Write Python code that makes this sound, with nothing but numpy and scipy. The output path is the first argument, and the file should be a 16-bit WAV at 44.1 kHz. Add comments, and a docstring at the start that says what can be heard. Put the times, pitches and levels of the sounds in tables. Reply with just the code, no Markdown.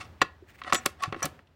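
"""A steel barrel bolt on a wooden garden door is worked open by hand, close by, outdoors.
A scrape (random slips ringing the plate), then a hard knock (damped modes, noise crack, snap) and a clink.
A soft door bump (damped sine) and sleeve swishes (grainy noise) follow, then a run of scrapes and rattling blows.
A brief squeak (wavering sine, pulsed rasp), more door bumps, last knocks and a clink against the stop.
A low outdoor rumble (filtered noise) lies under it all; the yard adds a weak noise tail."""
import sys
import numpy as np
from scipy import signal
from scipy.fft import rfft, irfft, next_fast_len
from scipy.io import wavfile
from scipy.ndimage import uniform_filter1d

SR = 44100
rng = np.random.default_rng(int(sys.argv[2]) if len(sys.argv) > 2 else 0)


def wrap_up_sound(samples):
    """Save the sound to the file named by the first command line argument, as 16-bit audio."""
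    columns = np.atleast_2d(samples).T
    # keep every value between -1 and 1, then stretch to whole-number steps
    tamed = np.clip(columns, -1, 1)
    steps = np.round(tamed * 32767).astype(np.int16)
    wavfile.write(sys.argv[1], SR, steps)


N = 68355

# Bolt on plate and boards: (time [s], level [dB], bass [dB], 2 kHz [dB], 4 kHz [dB], top [dB])
KNOCK_EVENTS = [(.2160, -8, -4, -2, -4.5, -16), (0.2217, -14.5, -5.5, -6, -3.5, -36),
                (0.6161, -30.5, -14.5, -4.5, -6, -39), (0.6454, -37.5, 2, 2.5, -4, -28),
                (0.724, -9.5, -8, -5, -8, -19), (0.7325, -17.5, 5.5, -8, -7, -26),
                (0.7465, -23.5, 3.5, 3.5, 3, -14), (0.7527, -25, 0.5, 4, 4, -8),
                (.8550, -27, -9, -5.5, -6, -22.5), (0.8599, -16.5, 2.5, -1, 0.5, -9.5),
                (1.036, -25, -11.5, 2, -3.5, -20.5), (1.1246, -24.5, 6.5, 0, -7, -25),
                (1.144, -31, 6, 1, -9.5, -33), (1.162, -39.5, 17, -3, -5.5, -26),
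                (1.221, -29.5, 2.5, -1, -16.5, -20), (1.2446, -29.5, 12.5, -7.5, 2, -2),
                (1.2575, -29, 9, -1, 2, -0.5), (1.3904, -48.5, 5, 4.5, -11, -14)]
# Modes of the plate screwed to the boards: (frequency [Hz], level [dB], t60 [s])
PLATE_MODES = [(246, -21.5, 0.045), (337.2, -11, 0.05), (553.5, -11, 0.053), (749, -8, 0.041),
               (1115, 3, 0.032), (1303, -2, 0.036), (1416, -4.5, 0.038), (1733, -5, 0.029),
               (1922, -3, 0.034), (2207, -11, 0.064), (2676, -3.5, 0.028), (3437, -10.5, 0.039)]
# Dense modes of wood and fittings, spectrum: (frequency [Hz], gain [dB])
CRACK_COLOUR = [(170, 1.5), (450, 3.5), (900, -3), (1300, 2.5), (2500, 2.5), (4500, -1), (7300, -6),
                (9500, -5), (11800, -23), (15000, -10.5)]
# Dense modes of wood and fittings, damping: (frequency [Hz], t60 [s])
CRACK_DAMPING = [(150, 0.075), (1000, 0.033), (4000, 0.027), (12000, 0.0083)]
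# Instant of contact, spectrum: (frequency [Hz], gain [dB])
SNAP_COLOUR = [(500, -26), (4000, 6.5), (14000, -0.5)]
# Light steel contacts: (time [s], level [dB], low edge [Hz], high edge [Hz], t60 [s])
TICK_EVENTS = [(.2095, -37, 2000, 2800, .06), (.6366, -37, 1910, 3840, 0.02),
               (0.7318, -14.5, 2200, 6900, 0.01), (0.7462, -14.5, 2190, 11800, 0.0054),
               (0.7522, -20.5, 2400, 7500, 0.013), (.759, -28, 2400, 8000, 0.012),
               (0.859, -15, 5190, 12400, 0.014), (1.036, -20, 1480, 5950, 0.0076),
               (1.228, -26.5, 5300, 11550, 0.019), (1.2548, -20.5, 5370, 14000, 0.015),
               (1.472, -60.5, 2000, 3940, 0.027)]
# Free modes of the steel: (frequency [Hz], level [dB], t60 [s])
STEEL_MODES = [(3660, -3, .07), (5864, 1, .21), (6961, -2.5, .22), (7160, 2, .035), (7650, 0, .28),
               (11455, -7, .11), (14420, -4, .2)]
# Steel clinks: (time [s], level [dB], favoured pitch [Hz], delay until pressed still [s])
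CLINK_EVENTS = [(.2195, -28, 6600, .008), (.7325, -31, 7400, .02), (.7470, -23, 3700, .015),
                (.7595, -33, 7400, .034), (.768, -46, 5864, .036), (.8598, -27, 8200, .006),
                (1.2282, -24.5, 5750, .014)]
# Bolt sliding in the barrel: (start [s], peak [s], end [s], level [dB], treble [dB])
SCRAPE_STROKES = [(-.03, -0.002, 0.069, -35.5, 5), (0.63, 0.681, 0.715, -33.5, -6.5),
                  (0.684, 0.7, 0.75, -38, 1), (0.722, 0.74, 0.84, -31, -0.5),
                  (0.982, 1.01, 1.036, -42, 0.5), (1.02, 1.045, 1.088, -30.5, -1),
                  (1.052, 1.095, 1.14, -46, -5), (1.129, 1.206, 1.238, -46, 2.5),
                  (1.218, 1.232, 1.295, -28, -1)]
# Scrape spectrum: (frequency [Hz], gain [dB])
SCRAPE_SPECTRUM = [(100, -18), (500, -3), (730, 6), (900, -0.5), (2000, 0), (9000, -8), (12000, -16.5)]
# Soft bumps of the door: (time [s], level [dB], frequency [Hz], t60 [s])
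BUMP_EVENTS = [(0.4238, -35.5, 367, 0.041), (.79, -44.5, 238, .15), (1.0754, -33.5, 104, 0.2),
               (1.077, -31.5, 144.6, 0.12), (1.076, -36, 316, 0.047), (1.241, -29, 150.6, 0.11),
               (1.244, -33.5, 323, 0.11)]
# Sleeve and fingers brushing: (time [s], width [s], level [dB])
BRUSH_STROKES = [(0.501, 0.022, -55), (.553, 0.011, -53.5), (0.595, 0.016, -54.5), (0.831, 0.04, -56)]
# Brushing noise spectrum, with a faint hiss at the very top: (frequency [Hz], gain [dB])
BRUSH_COLOUR = [(200, -4), (700, -7), (2000, 6.5), (4500, -10.5), (9000, -13.5), (12000, -27.5),
                (15000, -10.5)]
# Damping of the yard's scatter: (frequency [Hz], t60 [s])
YARD_DAMPING = [(1500, 0.24), (12000, 0.16)]
# Outdoor rumble and air, spectrum: (frequency [Hz], gain [dB])
OUTDOORS_COLOUR = [(20, -18.5), (48, -13), (78, 5), (110, -5), (350, -13.5), (600, -15.5), (2000, -24),
                   (4000, -32), (12000, -49.5), (15000, -42.5)]
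# Outdoor rumble and air, course: (time [s], level [dB])
OUTDOORS_COURSE = [(0, -47), (.15, -54), (0.451, -59), (.82, -54), (0.999, -55.5), (1.349, -51),
                   (1.448, -62.5)]

RING_S, TOP_HZ = 0.3, 15900
PLATE_DB, CRACK_DB, SNAP_DB = -3.5, 6, -2
MODE_SCATTER_DB, BASS_CUT_DB = 0.5, -4
ATTACK_S, SNAP_S, TICK_ATTACK_S, BUMP_ATTACK_S = 0.00069, 0.0008, 0.00028, 0.0031  # time constants
FAVOUR_OCTAVES, OTHER_MODES_DB, GRIP_S = 0.21, -17, 0.003
SCRAPE_FADE_DB, SLIPS_PER_S, SLIP_SPREAD_DB = 26.5, 1400, 3
SQUEAK_S, SQUEAK_HZ, SQUEAK_DB = 1.034, 1114, -24
SQUEAK_RISE_S, SQUEAK_FALL_S = 0.011, 0.0094
SQUEAK_JITTER, RASP_DB = 0.007, -17  # rms fraction of pitch; rasp relative to tone
YARD_DB = -18


def amp(db):
    """Decibels to gain."""
    return 10 ** (np.asarray(db) / 20)


def unit(x):
    """Scale to rms 1."""
    return x / np.sqrt(np.mean(x ** 2) + 1e-20)


def along(points, hz):
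    """Read (frequency [Hz], value) points on a log axis."""
    f, v = np.transpose(points)
    return np.interp(np.log(hz + 1), np.log(f + 1), v)


def colour(x, points):
    """Causal minimum-phase filter through (frequency [Hz], gain [dB]) points."""
    m = 2 * next_fast_len(len(x) // 2 + 4096)
    gain = amp(along(points, np.fft.rfftfreq(m, 1 / SR)))
    cepstrum = irfft(np.log(gain), m)
    # Folding the cepstrum forward makes the filter causal
    cepstrum[1:m // 2] *= 2
    cepstrum[m // 2 + 1:] = 0
    response = np.exp(rfft(cepstrum))
    return irfft(rfft(x, m) * response, m)[:len(x)]


def dying(x, t60s):
    """Fade each frequency of x at its own rate, as damping does."""
    hz, t, z = signal.stft(x, SR, nperseg=128)
    fade = amp(-60 * t / along(t60s, hz)[:, None])
    return signal.istft(z * fade, SR, nperseg=128)[1][:len(x)]


def even(x):
    """Level a burst's broad spectrum, keep its fine grain, silence its second half."""
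    z = rfft(x)
    power = np.abs(uniform_filter1d(np.abs(z) ** 2, size=110))
    level = irfft(z * np.sqrt(power.mean() / power), len(x))
    return level * (np.arange(len(x)) < len(x) // 2)


def ring(modes, t):
    """Sum damped sines of alternating sign, levels scattered at every call."""
    out = np.zeros(len(t))
    for k, (hz, db, t60_s) in enumerate(modes):
        level_db = db + MODE_SCATTER_DB * rng.standard_normal()
        out += (-1) ** k * amp(level_db - 60 * t / t60_s) * np.sin(2 * np.pi * hz * t)
    return out


def ring_time():
    """Time axis of one contact [s]."""
    return np.arange(int(RING_S * SR)) / SR


def add(track, s, sound):
    """Mix a sound in at time s."""
    i = max(round(s * SR), 0)
    track[i:i + len(sound)] += sound[:N - i]


def blow():
    """One contact: the plate's modes, the crack of the boards and a brief bright snap."""
    t = ring_time()
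    crack = colour(even(dying(rng.standard_normal(len(t)), CRACK_DAMPING)), CRACK_COLOUR)
    snap = unit(colour(rng.standard_normal(len(t)), SNAP_COLOUR)) * np.exp(-t / SNAP_S)
    mix = amp(PLATE_DB) * ring(PLATE_MODES, t) + amp(CRACK_DB) * crack + amp(SNAP_DB) * snap
    return mix * (1 - np.exp(-t / ATTACK_S))


def knocks():
    """Each knock is a blow with its own level, bass, middle and treble."""
    out = np.zeros(N)
    for s, db, bass, mid, presence, top in KNOCK_EVENTS:
        tone = [(60, bass + 2 * BASS_CUT_DB), (220, bass), (400, bass), (1000, 0),
                (2000, mid), (4000, presence), (10000, top)]
        add(out, s, amp(db) * colour(blow(), tone))
    return out


def ticks():
    """Light steel contacts: band noise with a quick attack and a short decay."""
    out, t = np.zeros(N), ring_time()
    for s, db, low_hz, high_hz, t60_s in TICK_EVENTS:
        band = signal.butter(2, [low_hz, min(high_hz, TOP_HZ)], "bandpass", fs=SR, output="sos")
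        burst = unit(signal.sosfilt(band, rng.standard_normal(len(t))))
        add(out, s, burst * amp(db - 60 * t / t60_s) * (1 - np.exp(-t / TICK_ATTACK_S)))
    return out


def clinks():
    """The contact point favours some steel modes; they ring until the hand presses the bolt still."""
    out, t = np.zeros(N), ring_time()
    for s, db, favoured_hz, free_s in CLINK_EVENTS:
        modes = []
        for hz, level_db, t60_s in STEEL_MODES:
            distance = np.log2(hz / favoured_hz) / FAVOUR_OCTAVES
            modes.append((hz, level_db + OTHER_MODES_DB * (1 - np.exp(-distance ** 2)), t60_s))
        release = (1 - np.tanh((t - free_s) / GRIP_S / 2)) / 2
        add(out, s, amp(db) * ring(modes, t) * release)
    return out


def scrapes():
    """Tiny random slips ring the plate under each swelling stroke."""
    out, t = np.zeros(N), np.arange(N) / SR
    for start, peak, end, db, treble_db in SCRAPE_STROKES:
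        slips = (rng.random(N) < SLIPS_PER_S / SR).astype(float)
        slips *= amp(SLIP_SPREAD_DB * rng.standard_normal(N))
        slips *= rng.choice([-1, 1], N)
        rub = unit(colour(signal.fftconvolve(slips, blow())[:N], SCRAPE_SPECTRUM))
        # 0 at the peak, 1 at start and end
        away = np.maximum((peak - t) / max(peak - start, 1e-3), (t - peak) / max(end - peak, 1e-3))
        out += amp(db - SCRAPE_FADE_DB * away) * colour(rub, [(1500, 0), (5000, treble_db)])
    return out


def squeak():
    """Stick-slip near a plate mode: a wavering tone, with a rasp once a cycle until it breaks free."""
    t = np.arange(N) / SR - SQUEAK_S
    waver = unit(uniform_filter1d(rng.standard_normal(N), size=150))
    tone = np.sin(2 * np.pi * np.cumsum(SQUEAK_HZ * (1 + SQUEAK_JITTER * waver)) / SR)
    pulses = rng.standard_normal(N) * np.maximum(tone, 0) ** 2
    rasp = unit(colour(pulses, CRACK_COLOUR)) * (t > -SQUEAK_RISE_S) * (t < 0)
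    swell = np.exp(-(t / np.where(t < 0, SQUEAK_RISE_S, SQUEAK_FALL_S)) ** 2)
    return amp(SQUEAK_DB) * (swell * tone + amp(RASP_DB) * rasp)


def bumps():
    """The door's low, soft thuds as it comes free: damped sines with a slow attack."""
    out, t = np.zeros(N), ring_time()
    for s, db, hz, t60_s in BUMP_EVENTS:
        add(out, s, ring([(hz, db, t60_s)], t) * (1 - np.exp(-t / BUMP_ATTACK_S)))
    return out


def sleeve(grain_db=3):
    """Brushing sleeve and fingers: noise with a random grain, in Gaussian swishes."""
    t = np.arange(N) / SR
    grains = amp(grain_db * unit(uniform_filter1d(rng.standard_normal(N), size=90)))
    strokes = sum(amp(db) * np.exp(-((t - s) / width_s) ** 2) for s, width_s, db in BRUSH_STROKES)
    return strokes * unit(colour(grains * rng.standard_normal(N), BRUSH_COLOUR))


def yard(x):
    """Weak scatter from fence and ground: convolution with a decaying noise tail."""
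    tail = dying(rng.standard_normal(SR // 2), YARD_DAMPING)
    return signal.fftconvolve(x, tail / np.linalg.norm(tail))[:N]


def outdoors():
    """Low rumble and faint air: coloured noise of drifting level."""
    level_db = np.interp(np.arange(N) / SR, *np.transpose(OUTDOORS_COURSE))
    # The first second, where the filter settles, is dropped
    noise = colour(rng.standard_normal(N + SR), OUTDOORS_COLOUR)[SR:]
    return amp(level_db) * unit(noise)


def scene():
    """The latch in its yard; the thin ring of the steel is heard only close by."""
    latch = knocks() + ticks() + bumps() + scrapes() + squeak()
    return (latch + clinks() + amp(YARD_DB) * yard(latch) + sleeve() + outdoors())[None]


def record(dry):
    """Steep low-pass at the band limit."""
    return signal.sosfilt(signal.ellip(12, 0.1, 90, TOP_HZ, fs=SR, output="sos"), dry)


dry = scene()
out = record(dry)
wrap_up_sound(out)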